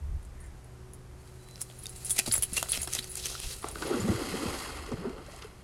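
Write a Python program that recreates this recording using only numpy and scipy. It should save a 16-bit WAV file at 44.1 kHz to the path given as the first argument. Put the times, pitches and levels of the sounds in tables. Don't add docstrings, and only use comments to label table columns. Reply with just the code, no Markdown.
import sys
import numpy as np
from scipy import signal
from scipy.fft import rfft, irfft
from scipy.io import wavfile
from scipy.ndimage import uniform_filter1d

SR = 44100
rng = np.random.default_rng(int(sys.argv[2]) if len(sys.argv) > 2 else 0)


def to_wav(sig):
    pcm = np.clip(np.atleast_2d(sig), -1, 1) * 32767
    pcm = np.round(pcm).astype(np.int16)
    wavfile.write(sys.argv[1], SR, pcm.T)


N = 248283
T = np.arange(N) / SR

# time_s, level_db, resonance_hz, tip_db, tile_db, fade_s, sand_db
SKIDS = [(1.27, -61, 4500, 0, -15, .018, -70), (1.615, -44, 7500, 7.5, -9, 0.0061, -51),
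         (2.063, -47, 6060, 7.5, -11, 0.018, -50), (2.106, -44, 3700, 10, -11, 0.0094, -50),
         (2.165, -41.5, 2370, 7, -5, 0.018, -47), (2.187, -26, 2410, 3.5, -15, 0.006, -48),
         (2.264, -38.5, 4020, 1.5, -7, 0.0073, -46), (2.28, -36, 4500, 4.5, -11, 0.0081, -43),
         (2.318, -40.5, 4500, 8, -18, 0.018, -47), (2.338, -43, 3400, -3, -11, 0.014, -50),
         (2.363, -42, 7000, -15, -18, 0.0091, -52), (2.429, -38, 2920, -1, -13, 0.012, -56),
         (2.568, -34.5, 2650, 6, -15, 0.024, -35), (2.733, -39, 3270, -20, -28, 0.014, -33),
         (2.695, -45, 4400, -3, -15, .02, -56), (2.756, -41, 2950, 2, -5, 0.0094, -44),
         (2.829, -39.5, 7240, -3, -8.5, 0.01, -47.5), (2.928, -37, 6750, -1, -22, 0.014, -39),
         (2.955, -33.5, 4760, -0.5, -12, 0.013, -46), (2.985, -39, 3900, 4, -9, 0.0054, -58),
         (3.028, -44, 4500, -3, -12, 0.023, -58), (3.173, -43.5, 4650, 6.5, -8, 0.025, -57),
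         (3.258, -31, 6200, -3.5, -17, 0.012, -39), (3.301, -44, 6200, -0.5, -2.5, 0.04, -47),
         (3.437, -42.5, 2720, -18, -3.5, 0.015, -43.5), (3.507, -51, 4700, 0, -20, 0.0086, -40.5)]
# time_s, level_db, centre_hz, attack_s, fade_s, spatter_db, churn_db
WATER_SLAPS = [(3.630, -43, 1100, 0.004, .008, -5, -62), (3.643, -26.5, 780, .0006, 0.0026, -13, -50),
               (3.668, -44, 770, 0.008, 0.041, -4.5, -52), (3.7565, -32, 1350, .0004, 0.002, -8, -48),
               (3.782, -50, 900, 0.012, 0.027, -1.5, -50.5), (3.822, -31, 1220, .0006, 0.01, -9.5, -49),
               (3.865, -42.5, 604, 0.012, .03, -1.5, -39), (3.912, -37, 616, 0.018, 0.017, -11, -34),
               (3.932, -36, 1120, 0.01, 0.026, -8.5, -53), (4.085, -42, 990, .008, 0.067, -23, -35.5),
               (4.455, -48, 600, .005, .015, -19, -40), (4.919, -37, 740, .001, .008, -12, -39),
               (5.045, -44.5, 1000, 0.026, 0.059, -21, -39), (5.18, -47.5, 850, 0.0071, 0.017, -18, -64),
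               (5.423, -52, 1400, .002, 0.0053, 8.5, -70), (5.435, -46, 1280, 0.0037, .008, -19, -68)]


def tags(scatter_db=3, detune=0.0038, wobble=0.0075, clash_s=0.00071, chatter_db=-2, chatter_share=0.23):
    # start_s, level_db, t60_s, low_modes_db, main_ring_hz, clash_db
    hits = [(.228, -54, 0.036, 2, 10360, -8), (.25, -52, 0.043, 3, 10360, -11),
            (0.403, -53.5, 0.14, 5, 10360, -8), (.44, -56, .08, 7, 10360, -8),
            (.462, -54, 0.055, 8, 10360, -8), (.644, -53.5, .04, -10, 10360, -8),
            (.935, -43, 0.043, -3, 10360, -8), (1.616, -24.5, 0.023, 3, 10400, -4),
            (1.788, -44.5, 0.091, -12, 10400, -12), (1.835, -38, .027, -17, 10500, -14),
            (1.894, -40, 0.065, 0, 10430, -6), (1.961, -43, 0.15, 5, 10360, -1),
            (2.048, -30, 0.11, -3, 10400, -10), (2.096, -28.5, 0.11, -1, 10420, -9),
            (2.107, -19, 0.082, 0, 10460, -10), (2.323, -19.5, 0.079, -1.5, 10370, -11),
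            (2.339, -19, .037, -10, 10420, -11), (2.362, -25.5, 0.059, -2, 10200, -2),
            (2.38, -25.5, 0.034, -4, 10130, -4), (2.424, -18.5, 0.044, -1, 10360, -3),
            (2.433, -23, 0.034, -2, 10570, -2), (2.533, -26, 0.045, 1, 10330, -8),
            (2.575, -30, .06, 3, 10100, 2), (2.692, -29, 0.11, -7, 10140, -6),
            (2.719, -19.5, .018, -8, 10100, -4), (2.817, -31, 0.055, -2, 10200, -3),
            (2.831, -30.5, 0.067, 5, 10130, 0), (3.095, -38, 0.1, -8, 10230, -8),
            (3.116, -35, 0.039, -4, 10320, -11), (3.620, -40, 0.05, -10, 10400, -9),
            (3.686, -32, 0.03, 8, 10260, -15), (3.713, -38, .06, -16, 10380, -12),
            (3.874, -39.5, 0.067, -10, 10250, -10)]
    # pitch_hz, level_db, t60_share
    modes = [(7000, -7.5, 0.59), (7100, -16, 0.46), (7600, -6.5, 0.9), (8850, -8, 0.88), (8830, 0, 0.93),
             (10000, -22, .6), (10310, -4, 0.93), (10360, 5, 0.95), (10530, -10, 0.97), (10900, -23, .6),
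             (11800, -28, .8), (13020, -13, .9), (13600, -15, .7), (15200, -18, .6)]
    free_ring_hz, low_modes_below_hz = 10360, 9500
    out, t = np.zeros(N), T[:SR // 4]
    mode_hz, mode_db, _ = np.transpose(modes)
    touches = clicks(1300, 1.6)
    rubbing = [walk(350) for _ in modes]
    for start, db, t60, low_db, main_hz, clash_db in hits:
        chance, i = rng.standard_normal((len(modes), 2)), int(start * SR)
        weights = undb(mode_db + low_db * (mode_hz < low_modes_below_hz) + scatter_db * chance[:, 0])
        weights /= np.linalg.norm(weights)
        chime = undb(clash_db) * band(rng.standard_normal(len(t)) * np.exp(-t / clash_s), 6700, 11800)
        for (hz, _, share), weight, shift, rub in zip(modes, weights, chance[:, 1], rubbing):
            pitch = hz * main_hz / free_ring_hz * (1 + detune * shift + wobble * rub[i:i + len(t)])
            chime += weight * sine(pitch) * undb(-60 * t / (t60 * share))
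        chatter = touches[i:i + len(t)] * np.exp(-t / (chatter_share * t60))
        knocks = (t == 0) + undb(chatter_db) * chatter / np.linalg.norm(chatter)
        add(out, start, undb(db) * signal.fftconvolve(knocks, chime))
    return out


def buckle():
    # start_s, pitch_hz, level_db, t60_s
    chinks = [(1.857, 3660, -27, 0.022), (2.106, 3390, -30, 0.043), (2.188, 2780, -31, 0.051),
              (2.352, 7640, -21.5, 0.055), (2.574, 2763, -21.5, 0.084), (2.794, 8680, -37, 0.12),
              (4.003, 7100, -30, 0.043)]
    out = np.zeros(N)
    for start, hz, db, t60 in chinks:
        add(out, start, undb(db) * ring(hz, t60, onset_cycles=6.2))
    return out


def claw_on_tile(contact, hz, tip_db, tile_db):
    resonance = band(contact, hz * .95, hz * 1.05, order=1)
    claw = undb(-2.5) * band(contact, 1550, 6040, order=3) + undb(-6) * resonance
    tile = band(contact, 140, 2120, order=3)
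    tip = band(contact, 5230, 11070, order=3)
    return undb(tile_db) * tile + claw + undb(tip_db) * tip


def claws(grip_s=0.0047, lead_s=.03):
    # start_s, level_db, resonance_hz, tip_db, tile_db, contact_s
    taps = [(1.487, -45.5, 4300, 1, -20, 0.00087), (1.511, -49, 4500, 7, -20, .0008),
            (1.558, -30.5, 4670, -9, -6, 0.00028), (1.579, -38, 4970, -10, -20, .0003),
            (1.608, -39, 6500, -1, -2, .001), (1.7, -43.5, 3380, -7, 0, 0.0013),
            (1.713, -45, 2900, -12, -8, .001), (1.857, -32, 3680, 2.5, -21, .0006),
            (1.8675, -26.5, 4500, 4.5, -2.5, 0.00026), (2.190, -14.5, 4480, 5, -10, 0.001),
            (2.196, -24.5, 2660, 6.5, -3.5, 0.0021), (2.354, -30, 7000, -17, -1, 0.0017),
            (2.379, -32, 6700, 0, -2, 0.00097), (2.568, -23, 6900, -9, -16, 0.0026),
            (2.578, -30.5, 2770, -1, 2.5, .0015), (2.6277, -24, 3300, 5, 1, 0.0017),
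            (2.687, -30.5, 6870, -8, -7, 0.0013), (2.774, -24, 4860, -6, -8.5, 0.0022),
            (2.874, -27, 5400, -4.5, -6.5, 0.0026), (2.9351, -25, 6700, 5, -23, 0.00089),
            (2.9504, -19.5, 6500, 1, -15, 0.00062), (2.968, -26, 5660, -12, -14, .0008),
            (2.9887, -26, 3630, -14, -12, 0.0014), (2.9925, -29, 4000, 2, -11, .0012),
            (3.0432, -30.5, 6340, -4.5, -12, 0.0017), (3.155, -34.5, 4600, 8, -5, 0.0017),
            (3.171, -39.5, 5140, 12, -11, 0.0016), (3.257, -25, 6250, 2.5, -17, 0.0011),
            (3.401, -27, 6440, 0, -10, .0008)]
    out, t = np.zeros(N), T[:SR // 6]
    for start, db, hz, tip_db, tile_db, contact_s in taps:
        contact = burst(np.exp(-t / contact_s), 100, 18000, order=1)
        add(out, start, undb(db) * claw_on_tile(contact, hz, tip_db, tile_db))
    grit = unit(clicks(9000, 2) * undb(3 * np.clip(walk(500), -2, 2)))
    for when, db, hz, tip_db, tile_db, fade_s, _ in SKIDS:
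        contact = swell(t - lead_s, grip_s, fade_s) * grit[int(when * SR):][:len(t)]
        add(out, when - lead_s, undb(db) * claw_on_tile(contact, hz, tip_db, tile_db))
    return out


def pads(attack_s=0.0017, lead_s=.03):
    # time_s, level_db, centre_hz, fade_s
    slaps = [(2.276, -38, 560, .008), (2.340, -34.5, 1350, 0.0043), (2.354, -40, 1400, 0.0036),
             (2.375, -43, 845, .005), (2.572, -38, 1400, .003), (2.579, -41, 620, .004),
             (2.629, -38, 1140, .003), (2.659, -43, 1100, .005), (2.742, -47, 900, .004),
             (2.843, -47, 900, .004), (2.877, -41.5, 1050, 0.0087)]
    # start_s, pitch_hz, level_db, t60_s
    thuds = [(2.189, 290, -35, 0.017), (2.278, 230, -31, 0.086), (2.279, 343, -30, 0.049),
             (2.289, 108, -28.5, 0.092), (2.388, 76.6, -28.5, 0.056), (2.526, 210, -26.5, 0.022),
             (2.776, 258, -34.5, 0.033), (2.99, 250, -35.5, .04), (2.878, 335, -33.5, 0.033),
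             (3.352, 1370, -29.5, 0.014)]
    out, t = np.zeros(N), T[:SR // 6] - lead_s
    for when, db, hz, fade_s in slaps:
        add(out, when - lead_s, undb(db) * burst(swell(t, attack_s, fade_s), hz / 1.5, hz * 1.76))
    for start, hz, db, t60 in thuds:
        add(out, start, undb(db) * ring(hz, t60, onset_cycles=0.11))
    return out


def sand(attack_s=0.031, release_s=0.051):
    # time_s, level_db
    patter = [(1.2, -67), (1.75, -56.5), (2.01, -50), (2.2, -48), (2.87, -55.5), (3.13, -46.5),
              (3.19, -47.5), (3.36, -46), (3.59, -51), (3.74, -50), (3.8, -44.5)]
    # frequency_hz, level_db
    spectrum = [(240, -49.5), (400, 1.5), (536, -3.5), (626, -17), (906, -12), (1400, -6.5), (1820, -7),
                (2670, -3), (3640, -7), (3990, 0), (5690, -4), (6050, -4.5), (6540, -1.5), (10500, 1),
                (16000, -20.5)]
    drag = undb(-1) * fader(patter)
    for when, *_, sand_db in SKIDS:
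        drag = np.hypot(drag, undb(sand_db) * swell(T - when, attack_s, release_s))
    fine = clicks(16000, 3.6) * undb(2 * walk(160))
    coarse = undb(-8) * clicks(600, 2)
    return drag * colour(fine + coarse, spectrum)


def rasps(judder_share=.6, edge_share=0.31):
    # start_s, length_s, start_hz, end_hz, level_db
    slips = [(2.3105, 0.0085, 3890, 4760, -32.5), (2.311, 0.0071, 1750, 1950, -43.5),
             (2.722, 0.018, 3995, 3730, -37.5), (2.729, 0.033, 3006, 2690, -41.5),
             (2.797, 0.021, 2100, 2110, -50.5), (2.983, 0.013, 3580, 3860, -34.5),
             (3.410, 0.038, 3780, 2510, -48.5)]
    out = np.zeros(N)
    for start, length, from_hz, to_hz, db in slips:
        progress = np.linspace(0, 1, int(length * SR))
        judder = (walk(judder_share * from_hz) + 1j * walk(judder_share * from_hz))[:len(progress)]
        slide = np.exp(2j * np.pi * np.cumsum(from_hz * (to_hz / from_hz) ** progress) / SR)
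        pressure = np.clip(np.minimum(progress, 1 - progress) / edge_share, 0, 1)
        add(out, start, undb(db) * unit(pressure * (judder * slide).real))
    return out


def push_off(start_s=3.17, end_s=3.545, edge_s=0.006, db=-47):
    pressure = np.clip((T - start_s) / edge_s, 0, 1) * np.clip((end_s - T) / edge_s, 0, 1)
    catches = unit(clicks(5000, 3) * undb(2.5 * walk(150)))
    return undb(db + walk(24.55)) * pressure * band(catches, 3000, 6200)


def water_slaps(lead_s=.1):
    out, t = np.zeros(N), T[:SR // 3] - lead_s
    for when, db, hz, attack_s, fade_s, spatter_db, _ in WATER_SLAPS:
        push = swell(t, attack_s, fade_s)
        smack = burst(push, hz / 1.49, min(hz * 1.72, 1500), order=3)
        spatter = band(rng.standard_normal(len(t)) * push, 1600, 4700)
        add(out, when - lead_s, undb(db) * (smack + undb(spatter_db) * spatter))
    return out


def gulps(peak_share=0.31, waver_depth=0.036):
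    # start_s, length_s, start_hz, end_hz, level_db
    pockets = [(3.642, 0.01, 384, 336, -28), (3.757, 0.01, 380, 300, -35), (3.855, 0.052, 399, 600, -38),
               (3.894, 0.056, 342, 322, -26), (3.932, 0.045, 274, 220, -27.5),
               (3.988, 0.041, 216, 190, -29.5), (4.009, 0.05, 98, 130, -30), (4.035, 0.0574, 159, 292, -24),
               (4.083, 0.045, 191, 209, -19.5), (4.091, 0.036, 86, 100, -21.5),
               (4.112, 0.02, 276, 330, -22), (4.14, 0.035, 110, 95, -29), (4.214, 0.018, 290, 320, -28.5),
               (4.315, 0.075, 152, 292, -32), (4.337, 0.019, 443, 410, -32), (4.395, 0.066, 282, 318, -34),
               (4.454, 0.021, 215, 200, -27), (4.468, 0.04, 85, 95, -32), (4.505, 0.052, 270, 410, -38),
               (4.887, 0.015, 430, 400, -33.5), (4.912, 0.018, 498, 402, -30),
               (4.918, 0.022, 286, 205, -29.5), (4.936, 0.014, 135, 111, -25.5),
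               (4.974, .07, 150, 221, -36.5), (5.048, 0.029, 418, 371, -26), (5.063, 0.035, 182, 320, -30),
               (5.086, 0.054, 314, 466, -36), (5.135, 0.047, 480, 554, -43.5),
               (5.281, 0.018, 550, 620, -43), (5.327, 0.045, 544, 950, -47.5), (5.444, 0.02, 393, 410, -37)]
    out = np.zeros(N)
    waver = 1 + waver_depth * walk(120)
    for start, length, from_hz, to_hz, db in pockets:
        progress = np.linspace(0, 1, int(length * SR))
        pitch = from_hz * (to_hz / from_hz) ** progress * waver[int(start * SR):][:len(progress)]
        envelope = np.sin(np.pi / 2 * np.interp(progress, [0, peak_share, 1], [0, 1, 0])) ** 2
        add(out, start, undb(db) * envelope * sine(pitch))
    return out


def plunge(peak_db, growth_db_per_s, hold_s, release_db_per_s, start_s=3.823, attack_s=0.017):
    age = T - start_s
    below_peak_db = np.maximum(growth_db_per_s * (hold_s - age), release_db_per_s * (age - hold_s))
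    return np.exp(np.minimum(age / attack_s, 0)) * undb(peak_db - below_peak_db)


def bubbles(lo_hz, hi_hz, cycles, spread_db, count, rise_octaves):
    out = np.zeros(N)
    for when, pitch, size, life in rng.random((count, 4)):
        hz = lo_hz * (hi_hz / lo_hz) ** pitch
        t60 = cycles * (.5 + life) / hz
        strength = undb(-spread_db * np.log(max(size, .03))) * np.sqrt(hz)
        add(out, when * T[-1], strength * ring(hz, t60, rise_octaves / t60, onset_cycles=0.23))
    return unit(out)


def churn(attack_s=0.0083, release_s=0.1):
    # frequency_hz, level_db
    spectrum = [(60, -30), (110, -13), (200, -7.5), (300, 1), (450, 2.5), (560, -3.5), (680, -11.5),
                (1200, -16), (1600, -40.5)]
    stirred = plunge(-40.5, growth_db_per_s=-1, hold_s=0.61, release_db_per_s=25)
    for when, *_, churn_db in WATER_SLAPS:
        stirred = np.hypot(stirred, undb(churn_db) * swell(T - when, attack_s, release_s))
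    cloud = bubbles(112, 1340, cycles=10, spread_db=0, count=5200, rise_octaves=0.36)
    return stirred * colour(cloud, spectrum)


def spray():
    # frequency_hz, level_db
    drop_spectrum = [(320, -14), (550, -8.5), (750, -4.5), (1080, 2.5), (1400, -2.5), (1700, -4.5),
                     (2100, -2), (2400, -8), (2700, -5), (3250, -5), (3600, -20), (4300, -4), (4650, -12.5),
                     (5050, -7), (5500, -23), (7150, -40), (12100, -90)]
    fizz_spectrum = [(2820, -6), (4300, 0.5), (5050, 3), (5530, -4), (6400, -2), (6820, 2), (7330, -3),
                     (8000, 0.5), (8600, -3.5), (9130, 2), (9850, -4), (10900, 1), (11700, -3),
                     (12300, -11), (12900, -17), (14500, -25), (16000, -23)]
    impacts = clicks(4000, 2.8)
    plinks = undb(-10) * bubbles(715, 4690, cycles=32, spread_db=-0.5, count=5000, rise_octaves=0.39)
    flutter = undb(1.3 * walk(170))
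    drops = colour((impacts + plinks) * flutter, drop_spectrum)
    fizz = colour(clicks(14000, 2.8) * flutter, fizz_spectrum)
    falling = plunge(-40.5, growth_db_per_s=8, hold_s=0.6856, release_db_per_s=24)
    fizzing = plunge(-44, growth_db_per_s=4, hold_s=0.77, release_db_per_s=44)
    lingering = plunge(-52, growth_db_per_s=14, hold_s=0.6, release_db_per_s=13.5)
    paddle_flick = undb(-53) * hump(5.38, width_s=0.13)
    trickle = np.hypot(lingering, paddle_flick)
    return drops * np.hypot(falling, trickle) + fizz * np.hypot(fizzing, undb(-4) * trickle)


def drips(tick_s=0.0024, patter_db=-54):
    # start_s, level_db, centre_hz
    drops = [(3.822, -34, 4500), (4.081, -40, 5000), (4.603, -39, 4000), (4.765, -43, 3000),
             (4.863, -43, 6000), (4.917, -43, 5000), (5.095, -47, 5000), (5.263, -47, 6000),
             (5.321, -48, 4500), (5.362, -43, 6000), (5.423, -47, 3570)]
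    out, t = np.zeros(N), T[:SR // 20]
    for start, db, hz in drops:
        add(out, start, undb(db) * burst(np.exp(-t / tick_s), hz / 2.3, hz * 1.7, order=6))
    patter = unit(band(clicks(150, 1.1), 2100, 9600, order=4))
    return out + undb(patter_db) * patter * hump(4.38, width_s=0.33)


def breeze(wander_db=0.4):
    # time_s, level_db
    strength = [(0, -42), (.75, -50.5), (1.5, -54), (2.3, -48), (4.2, -49), (5, -48), (5.63, -53.5)]
    # time_s, half_length_s, level_db
    gusts = [(0.112, 0.093, -35.5), (0.463, 0.12, -54), (2.36, 0.054, -47), (2.8, 0.04, -44),
             (3.471, 0.02, -37), (3.737, 0.037, -46), (4.772, 0.043, -49)]
    # frequency_hz, level_db
    spectrum = [(11, -31), (18, -3.5), (70, 4), (108, -12.5), (134, -13), (203, -33), (260, -41),
                (340, -62), (570, -120)]
    wind = fader(strength) * undb(wander_db * walk(6.3))
    for when, width_s, db in gusts:
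        wind = np.hypot(wind, undb(db) * hump(when, width_s))
    return colour(rng.standard_normal(N), spectrum) * wind


def pump():
    # pitch_hz, level_db
    partials = [(123.8, -53.5), (371.4, -60), (748.3, -74)]
    hum = np.zeros(N)
    for hz, db in partials:
        amplitude = np.sqrt(2) * undb(db + 1.96 * walk(5.19))
        hum += amplitude * np.sin(2 * np.pi * hz * T + 0.15 * walk(16))
    nearness_db = np.interp(T, [0, .7, 3.2, 5.6], [-14.5, -0.5, 0.5, -6])
    return undb(nearness_db) * hum


def bird(lift_share=0.0196):
    # start_s, length_s, pitch_hz, level_db
    whistles = [(1.19, 0.03, 4350, -65), (1.39, 0.04, 3900, -64), (1.439, 0.165, 3950, -59)]
    out = np.zeros(N)
    for start, length, hz, db in whistles:
        progress = np.clip((T - start) / length, 0, 1)
        pitch = hz * (1 + lift_share * np.sin(2 * progress) + 0.0018 * walk(61.2))
        out += undb(db) * np.sqrt(np.abs(np.sin(np.pi * progress))) * sine(pitch)
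    return out


def rustle(db=-64):
    return undb(db) * hump(0.44, width_s=0.083) * band(rng.standard_normal(N), 1670, 2150)


def garden(db=-53.5):
    # frequency_hz, level_db
    spectrum = [(41, -25), (70, -2), (125, -5), (180, -6), (260, -14), (380, -12.5), (550, -17.5),
                (1200, -21), (2000, -26), (3500, -32), (10200, -33), (11900, -36.5), (13600, -46),
                (16000, -63)]
    return colour(rng.standard_normal(N), spectrum) * undb(db + 0.15 * walk(4.1))


def off_deck(x, mirror_db, lag_s=0.001512, blur_hz=4500):
    mirror = signal.sosfiltfilt(signal.butter(1, blur_hz, fs=SR, output="sos"), x)
    return x + undb(mirror_db) * np.interp(T - lag_s, T, mirror)


def yard(x, wet_db=-17, t60=0.093, gap_s=.006):
    t = T[:SR // 2]
    echoes = band(clicks(2500, 2)[:len(t)], 150, 9000, order=1) * 1000 ** (-t / t60) * (t > gap_s)
    return x + undb(wet_db) * signal.fftconvolve(x, echoes / np.linalg.norm(echoes))[:N]


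def undb(db):
    return 10 ** (np.asarray(db) / 20)


def unit(x):
    return x / np.sqrt(np.mean(x ** 2))


def add(out, start_s, x):
    i = max(int(start_s * SR), 0)
    out[i:i + len(x)] += x[:max(N - i, 0)]


def fader(rows):
    times, db = np.transpose(rows)
    inside = np.interp(T, [times[0] - .03, times[0], times[-1], times[-1] + .1], [0, 1, 1, 0])
    return inside * undb(np.interp(T, times, db))


def swell(t, attack_s, release_s):
    return np.exp(np.minimum(t / max(attack_s, .001), -t / max(release_s, .002)))


def hump(time_s, width_s):
    return np.exp(-((T - time_s) / width_s) ** 2)


def band(x, lo_hz, hi_hz, order=2):
    hi_hz = min(hi_hz, .45 * SR)
    sos = signal.butter(order, [lo_hz, hi_hz], "band", fs=SR, output="sos")
    return signal.sosfilt(sos, x) * np.sqrt(SR / 2 / (hi_hz - lo_hz))


def colour(x, points):
    hz, db = np.transpose(points)
    size = 2 ** 19
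    bin_hz = np.arange(size // 2 + 1) * SR / size + 1
    cepstrum = irfft(np.log(undb(np.interp(np.log(bin_hz), np.log(hz), db))))
    cepstrum[1:size // 2] *= 2
    cepstrum[size // 2 + 1:] = 0
    return unit(irfft(rfft(x, size) * np.exp(rfft(cepstrum)))[:N])


def walk(rate_hz):
    hold = int(SR / rate_hz)
    steps = np.repeat(rng.standard_normal(N // hold + 1), hold)
    return unit(uniform_filter1d(uniform_filter1d(steps, hold), hold)[:N])


def clicks(per_s, spread_db):
    sizes = undb(spread_db * np.minimum(rng.exponential(size=N), 5))
    return unit((rng.random(N) < per_s / SR) * sizes * np.sign(rng.standard_normal(N)))


def burst(push, lo_hz, hi_hz, order=2):
    x = band(rng.standard_normal(len(push)) * push, lo_hz, hi_hz, order=order)
    return x * np.linalg.norm(push) / np.linalg.norm(x)


def sine(pitch_hz):
    return np.sin(2 * np.pi * np.cumsum(pitch_hz) / SR)


def ring(hz, t60, octaves_per_s=0, onset_cycles=0):
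    t = T[:int(max(t60, .002) * SR)]
    build = 1 - np.exp(-t * hz / max(onset_cycles, 1e-3))
    return build * sine(hz * 2 ** (octaves_per_s * t)) * 1000 ** (-t / t[-1])


def scene():
    running = off_deck(claws() + pads() + sand() + rasps() + push_off(), mirror_db=-12.5)
    collars = tags() + buckle()
    smacks, cloud = water_slaps(), churn()
    splash = off_deck(smacks + spray() + drips(), mirror_db=-10.5) + cloud + gulps()
    foreground = yard(collars + running + splash + bird() + rustle())
    return (foreground + garden() + breeze() + pump())[None]


def record(dry, top_hz=16000):
    return signal.sosfilt(signal.ellip(10, .2, 80, top_hz, fs=SR, output="sos"), dry)


dry = scene()
out = record(dry)
to_wav(out)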